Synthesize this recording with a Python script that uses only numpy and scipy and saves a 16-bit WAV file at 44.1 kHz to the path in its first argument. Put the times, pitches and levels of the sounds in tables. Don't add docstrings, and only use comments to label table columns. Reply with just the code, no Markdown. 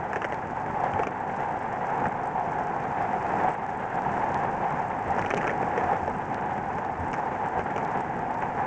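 import sys
import numpy as np
from scipy.fft import rfft, irfft, next_fast_len
from scipy.io import wavfile
from scipy.ndimage import map_coordinates

SR = 44100
rng = np.random.default_rng(int(sys.argv[2]) if len(sys.argv) > 2 else 0)


def digitize_waveform(pressure):
    field = np.atleast_2d(pressure).T
    bounded = np.clip(field, -1, 1)
    quanta = np.round(bounded * 32767).astype(np.int16)
    wavfile.write(sys.argv[1], SR, quanta)


N = 382112

# t/s, level/dB
ROAR_LEVELS = [(0.02, -34), (0.14, -32.5), (0.4, -33.5), (0.7, -31.5), (1.02, -29.5), (1.07, -36),
               (1.4, -30.5), (1.6, -33), (1.85, -30.5), (2.06, -29), (2.11, -33.5), (2.3, -30.5),
               (2.55, -30.5), (2.93, -30), (3.02, -27), (3.08, -30.5), (3.48, -25), (3.55, -34.5),
               (3.93, -32.3), (4.1, -28.5), (4.42, -27), (4.5, -30.5), (4.68, -28), (4.9, -30.5),
               (5.18, -29.5), (5.35, -33), (5.7, -29), (5.96, -28.5), (6.02, -31.5), (6.5, -31.5),
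               (7.15, -32), (7.4, -30), (7.7, -33), (7.85, -31), (7.98, -28), (8.05, -33.5), (8.6, -30.5)]


def amp(db):
    return 10 ** (np.asarray(db) / 20)


def unit(x):
    return x / np.sqrt(np.mean(x ** 2) + 1e-20)


def envelope(rows):
    times, levels = np.transpose(rows)
    return np.interp(np.arange(N) / SR, times, levels)


def wobble(rate):
    knots = rng.standard_normal(int(N * rate / SR) + 4)
    return map_coordinates(knots, [np.arange(N) * rate / SR])


def filtered(x, response):
    size = next_fast_len(len(x) + SR // 4)
    return irfft(rfft(x, size) * response(np.fft.rfftfreq(size, 1 / SR)), size)[:len(x)]


def coloured(x, points):
    f, db = np.transpose(points)
    return filtered(x, lambda hz: amp(np.interp(np.log(hz + 1), np.log(f), db, right=-120)))


def noise(points):
    return unit(coloured(rng.standard_normal(N), points))


def grains(rate, spread_db):
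    chance, size, sign = rng.random(N), rng.standard_normal(N), rng.choice([-1, 1], N)
    return unit((chance < rate / SR) * sign * amp(spread_db * np.clip(size, -2, 2)))


def add(track, s, sound):
    start = max(0, round(s * SR))
    part = track[start:start + len(sound)]
    part += sound[:len(part)]


def tread(split_hz=815, sway_db=0.84, sway_rate=14):
    spectrum = [(500, -31.5), (655, -13.5), (718, -4), (790, -2.5), (880, -3.5), (950, -8), (1080, -14.5),
                (1400, -29)]
    whole = noise(spectrum)
    lower = filtered(whole, lambda hz: 1 / (1 + (hz / split_hz) ** 20))
    return unit(sum(amp(sway_db * wobble(sway_rate)) * half for half in (lower, whole - lower)))


def rush_swing():
    air_levels = [(0.03, -40), (0.63, -41.5), (0.84, -40), (1.25, -40), (1.96, -39), (2.18, -42),
                  (3.42, -38.5), (3.58, -39.5), (3.7, -39), (4.36, -38.3), (4.55, -40), (5.0, -39.5),
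                  (5.2, -38), (5.35, -38), (5.5, -39), (5.78, -37.8), (6.08, -39.3), (6.25, -41),
                  (6.45, -41), (7.81, -39.5), (8.19, -40.5), (8.6, -39)]
    weights = (0.66, 0.63)
    air_db, roar_db = envelope(air_levels), envelope(ROAR_LEVELS)
    return weights[0] * (air_db - air_db.mean()) + weights[1] * (roar_db - roar_db.mean())


def road(roar_gain_db=0.16, rush_db=-36.5, grit_db=-7, flutter_db=0.73, uneven_db=0.52):
    rush_spectrum = [(180, -29), (310, -2.5), (400, 4), (520, 6.5), (680, -0.5), (1050, -8), (1300, -2),
                     (1650, 0.5), (2000, -6), (2500, -13.5), (3000, -22), (3600, -30.5), (4300, -41),
                     (6000, -63)]
    texture_db = flutter_db * wobble(55) + uneven_db * wobble(24)
    roar = amp(envelope(ROAR_LEVELS) + roar_gain_db + texture_db) * tread()
    contact = rng.standard_normal(N) + amp(grit_db) * grains(rate=140, spread_db=3.0)
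    rush = amp(rush_db + rush_swing() + 1.5 * texture_db) * unit(coloured(contact, rush_spectrum))
    return roar + rush


def rumble(jiggle_db=1.4):
    shake_levels = [(0.03, -42), (1.01, -41), (1.87, -41.5), (2.08, -33.5), (2.1, -43), (3.28, -38.5),
                    (3.49, -35.5), (3.54, -42.5), (4.37, -36.5), (5.02, -40), (5.04, -35), (6.98, -40),
                    (7.0, -34), (7.22, -43), (7.52, -39), (8.6, -39)]
    spectrum = [(8, -27), (24, -11), (58, -10), (92, -3), (113, -6), (140, 1.5), (215, 0), (290, -4.5),
                (380, -5), (600, -28)]
    return amp(envelope(shake_levels) + jiggle_db * wobble(20)) * noise(spectrum)


def engine(drift_hz=1.4, waver_db=1.0):
    hums = [(108, -53.5), (133, -56.5), (201, -56.5), (247.6, -51.5), (266, -56)]
    out = np.zeros(N)
    for hz, db in hums:
        phase = 2 * np.pi * np.cumsum(hz + drift_hz * wobble(5)) / SR
        out += amp(db - waver_db * wobble(7.5)) * np.sqrt(2) * np.sin(phase)
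    return out


def hiss(level_db=-67.0, rush_slope=0.92, flicker_db=1):
    spectrum = [(2500, -15.5), (3800, -14), (4500, -3), (5500, -1), (6400, 0.5), (7500, -3), (8400, -10.5),
                (9200, -16), (9800, -36.5)]
    return amp(level_db + rush_slope * rush_swing() + flicker_db * wobble(50)) * noise(spectrum)


def crackle(bright_db=-71.0, dull_db=-47.5, rush_slope=0.95):
    specks = grains(rate=42, spread_db=3.7)
    bright = unit(coloured(specks, [(3000, -21.5), (4200, -6.5), (5400, 2), (7000, 0.5), (8200, -4),
                                    (9000, -16.5), (9900, -32)]))
    dull = unit(coloured(specks, [(80, -12), (250, 2.5), (900, 1), (1800, -7.5), (3000, -29.5),
                                  (4000, -43)]))
    return amp(rush_slope * rush_swing()) * (amp(bright_db) * bright + amp(dull_db) * dull)


def rebounds(s, count=3, gap_s=0.0055, first_db=-8.5, loss_db=5.5):
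    times = s + np.cumsum(gap_s * (.5 + rng.random(count)))
    return [(s, 0)] + [(when, first_db - loss_db * k) for k, when in enumerate(times)]


def accented(modes, accent_hz, db_per_octave=25):
    return [(hz, db - db_per_octave * abs(np.log2(hz / accent_hz)), t60) for hz, db, t60 in modes]


def ring(modes, t, detune=0.056):
    out = np.zeros(len(t))
    for hz, db, t60 in modes:
        decay = amp(db + 2 * rng.normal() - 60 * t / t60)
        mode_hz = hz * (1 + detune * rng.normal())
        out += decay * np.sin(2 * np.pi * (mode_hz * t + rng.random()))
    return out


def burst(x):
    return x / np.sqrt(np.mean(x[:SR // 200] ** 2))


def trim(clack_db=-3.0, edge_db=-5.0, knock_db=-1.0, rasp_db=-3, rise_s=0.0003, rasp_t60=0.01):
    # t/s, clack level/dB, clack accent f/Hz, edge level/dB, edge accent f/Hz,
    # panel knock level/dB, rasp level/dB
    blows = [(0.1316, -25, 1650, -37, 2460, -37.5, -50), (0.1594, -25, 1690, -35, 2590, -33, -48.5),
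             (0.1635, -34, 1390, -41, 2470, -25.5, -60), (0.2183, -25.5, 1460, -36, 2530, -33, -52.5),
             (0.2443, -25.5, 1750, -35, 2500, -36, -50), (0.2492, -31, 1680, -40, 2840, -25.5, -51),
             (0.3235, -28.5, 1770, -40, 2200, -31, -54), (0.3311, -37, 1510, -50, 2420, -31.5, -57),
             (0.6621, -35, 1620, -45, 2280, -34, -60), (0.9364, -31, 1330, -36.5, 2600, -45, -57),
             (0.9923, -31, 1370, -33.5, 2270, -26, -55), (0.9979, -42, 1140, -46, 2360, -24.5, -62),
             (1.034, -26.5, 1230, -33, 2520, -34, -50), (1.0698, -31, 1430, -31, 2460, -29, -48),
             (2.0555, -28, 1430, -40, 2210, -35, -59.5), (5.1635, -35, 1520, -42, 2390, -28, -55),
             (5.1839, -29, 1380, -43, 2350, -33, -53), (5.1928, -27.5, 1540, -40, 2800, -30, -47.5),
             (5.224, -30, 1450, -40, 2320, -42, -56), (5.248, -29, 1450, -41, 2410, -37, -54),
             (5.2612, -33, 1120, -32, 2630, -41, -50), (5.3043, -27.5, 1620, -39, 2380, -33.5, -41.5),
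             (5.3098, -23.5, 1420, -28, 2540, -38.5, -53), (5.3378, -31, 1690, -33, 2680, -22.5, -49),
             (5.3613, -48, 1200, -46, 2870, -31, -57), (5.3689, -43, 1120, -35, 2570, -38, -47),
             (5.374, -28, 1160, -36, 2480, -34, -43), (5.3776, -32, 1200, -29, 2430, -34.5, -51),
             (5.4098, -31, 1760, -41, 2260, -43, -61), (5.4144, -31, 1810, -41, 2920, -40, -53),
             (5.43, -30, 1240, -44, 2840, -33, -54), (5.443, -30, 1590, -37, 2280, -39, -58),
             (5.461, -32, 1360, -50, 2390, -42, -60), (5.4706, -30, 1530, -38, 2810, -30, -48),
             (5.477, -24.5, 1370, -29.5, 2640, -32.5, -48), (5.495, -25.5, 1680, -39, 2610, -35.5, -56.5),
             (5.5045, -33, 1610, -35, 2400, -29, -53), (5.5138, -32, 1350, -42, 2270, -31, -55.5),
             (5.6287, -33, 1430, -36, 2230, -27, -61), (5.7631, -35, 1720, -46, 2240, -43, -66),
             (5.777, -28.5, 1770, -34, 2790, -22.5, -48.5), (5.8415, -34, 1650, -47, 2250, -34.5, -59),
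             (5.932, -31, 1630, -40, 2190, -28, -61), (6.078, -33.5, 1540, -49, 2200, -26.5, -55),
             (6.784, -32, 1500, -42, 2680, -35, -57), (7.131, -34, 1130, -36, 2490, -31.5, -47.5),
             (7.14, -30, 1420, -33.5, 2350, -41, -45.5), (7.5929, -36, 1320, -38, 2550, -29.5, -53.5),
             (7.6023, -32, 1730, -44, 2180, -37, -61), (7.665, -33.5, 1580, -49, 2190, -41, -64),
             (7.762, -41, 1060, -36, 2610, -27.5, -51.5), (7.779, -30, 1220, -37, 2260, -39, -49),
             (8.423, -31.5, 1860, -38.5, 2170, -38.5, -58)]
    clack_modes = [(990, -2, 0.011), (1200, 0, 0.01), (1490, -3.5, 0.0079), (1685, -2.5, .011),
                   (1940, -3.5, .011)]
    edge_modes = [(2210, 0.5, 0.016), (2380, 1.5, 0.014), (2690, -4.5, 0.01), (2860, -1.5, 0.011)]
    panel_modes = [(430, -0.5, .015), (547, 0, .017), (680, -3, .012)]
    rasp_spectrum = [(3000, -19), (4100, -10.5), (5000, -3), (5800, 4), (6700, 0), (7600, -7),
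                     (8700, -15.5), (9900, -28)]
    ringing, rasps = np.zeros((2, N))
    t = np.arange(SR // 20) / SR
    onset = (1 - np.exp(-t / rise_s)) ** 2
    for s, clack, clack_hz, edge, edge_hz, knock, rasp in blows:
        contacts = rebounds(s)
        parts = [(accented(clack_modes, clack_hz), clack + clack_db),
                 (accented(edge_modes, edge_hz), edge + edge_db),
                 (panel_modes, knock + knock_db)]
        for modes, db in parts:
            for when, contact_db in contacts:
                add(ringing, when, amp(db + contact_db) * burst(onset * ring(modes, t)))
        for when, contact_db in contacts:
            grit = coloured(rng.standard_normal(len(t)), rasp_spectrum)
            scrape = onset * amp(-60 * t / rasp_t60) * grit
            add(rasps, when, amp(rasp + rasp_db + contact_db) * burst(scrape))
    return coloured(ringing, [(180, -11.5), (400, 3), (3000, 0.5), (3800, -4.5), (6000, -33)]) + rasps


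def impulses(rows, gain_db):
    out = np.zeros(N)
    for s, db in rows:
        add(out, s, amp([db + gain_db]))
    return out


def high_clicks(gain_db=11):
    onsets = [(0.2594, -45), (0.7218, -54), (1.022, -46), (1.2037, -47), (1.4202, -53), (1.512, -48),
              (1.5922, -45), (1.6284, -46), (2.085, -41), (2.2573, -50), (2.2734, -40.5), (3.3832, -49),
              (3.4832, -49), (3.493, -42), (3.5179, -45), (3.5225, -47), (3.5434, -44), (3.7746, -44),
              (3.803, -47), (4.1697, -52.5), (4.8848, -43.5), (4.993, -44), (5.083, -45), (6.098, -44),
              (6.1674, -47), (6.1848, -44), (7.0, -45), (7.0836, -43), (7.116, -42), (7.461, -47),
              (7.487, -42), (7.643, -45), (8.013, -44), (8.1678, -47), (8.4043, -44)]
    response = [(3000, -21.5), (5400, -3), (7000, 2.5), (8200, 8.5), (9000, -13.5), (9900, -31.5)]
    return coloured(impulses(onsets, gain_db), response)


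def ticks(gain_db=14.5):
    onsets = [(0.345, -41), (0.843, -40.5), (2.84, -46), (3.268, -46), (3.338, -47), (4.3445, -34),
              (5.217, -39), (5.3452, -31.5), (5.8415, -45), (6.345, -36.5), (6.85, -44), (7.85, -40.5),
              (8.3433, -45)]
    response = [(300, -15.5), (2000, 13), (4500, 2.5), (6500, 1.5), (8500, -9.5), (9900, -28.5)]
    return coloured(impulses(onsets, gain_db), response)


def slaps(gain_db=-5, ring_hz=810, t60=0.052, attack_s=0.00041, blur_rad=0.034):
    spots = [(0.837, -10.5), (0.958, -21), (1.738, -17), (2.041, -14), (2.065, -18), (2.357, -16),
             (2.763, -15.5), (3.006, -14), (3.135, -20), (3.337, -16), (3.446, -11), (3.477, -15),
             (4.064, -13.5), (4.728, -17.5), (5.609, -17), (5.677, -11.5), (5.892, -12.5), (7.251, -17.5),
             (7.576, -14), (7.828, -13.5)]
    out, t = np.zeros(N), np.arange(SR // 8) / SR
    for s, db in spots:
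        jitter = rng.standard_normal(len(t))
        hz = ring_hz * (1 + 0.069 * jitter[0])
        phase = 2 * np.pi * hz * t + blur_rad * np.cumsum(jitter)
        swell = (1 - np.exp(-t / attack_s)) * amp(-60 * t / t60)
        add(out, s, amp(db + gain_db) * swell * np.sin(phase))
    return coloured(out, [(2000, 1.5), (4000, -23.0), (9000, -32.5)])


def damped_tones(onsets, hz, detune, attack_s, t60, samples):
    out, t = np.zeros(N), np.arange(samples) / SR
    swell = (1 - np.exp(-t / attack_s)) * amp(-60 * t / t60)
    for s, db in onsets:
        tone_hz = hz * (1 + detune * rng.normal())
        add(out, s, amp(db) * swell * np.sin(2 * np.pi * tone_hz * t))
    return out


def booms(gain_db=-2.5):
    bumps = [(0.927, -21.5), (2.03, -40), (5.067, -22.5), (5.189, -25.5), (5.83, -25), (6.021, -24),
             (6.988, -20.5), (7.571, -25)]
    cabin = damped_tones(bumps, hz=90, detune=0.059, attack_s=0.014, t60=0.22, samples=SR // 3)
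    return amp(gain_db) * cabin


def thuds():
    onsets = [(2.068, -17.5), (2.995, -21), (3.474, -22), (5.611, -17), (6.097, -21), (6.165, -19)]
    return damped_tones(onsets, hz=185, detune=0.076, attack_s=0.0053, t60=0.045, samples=SR // 6)


def scene():
    continuous = road() + rumble() + engine() + hiss() + crackle()
    return (continuous + trim() + high_clicks() + ticks() + slaps() + booms() + thuds())[None]


def record(dry, top_hz=9850):
    return np.array([filtered(channel, lambda hz: hz < top_hz) for channel in dry])


dry = scene()
out = record(dry)
digitize_waveform(out)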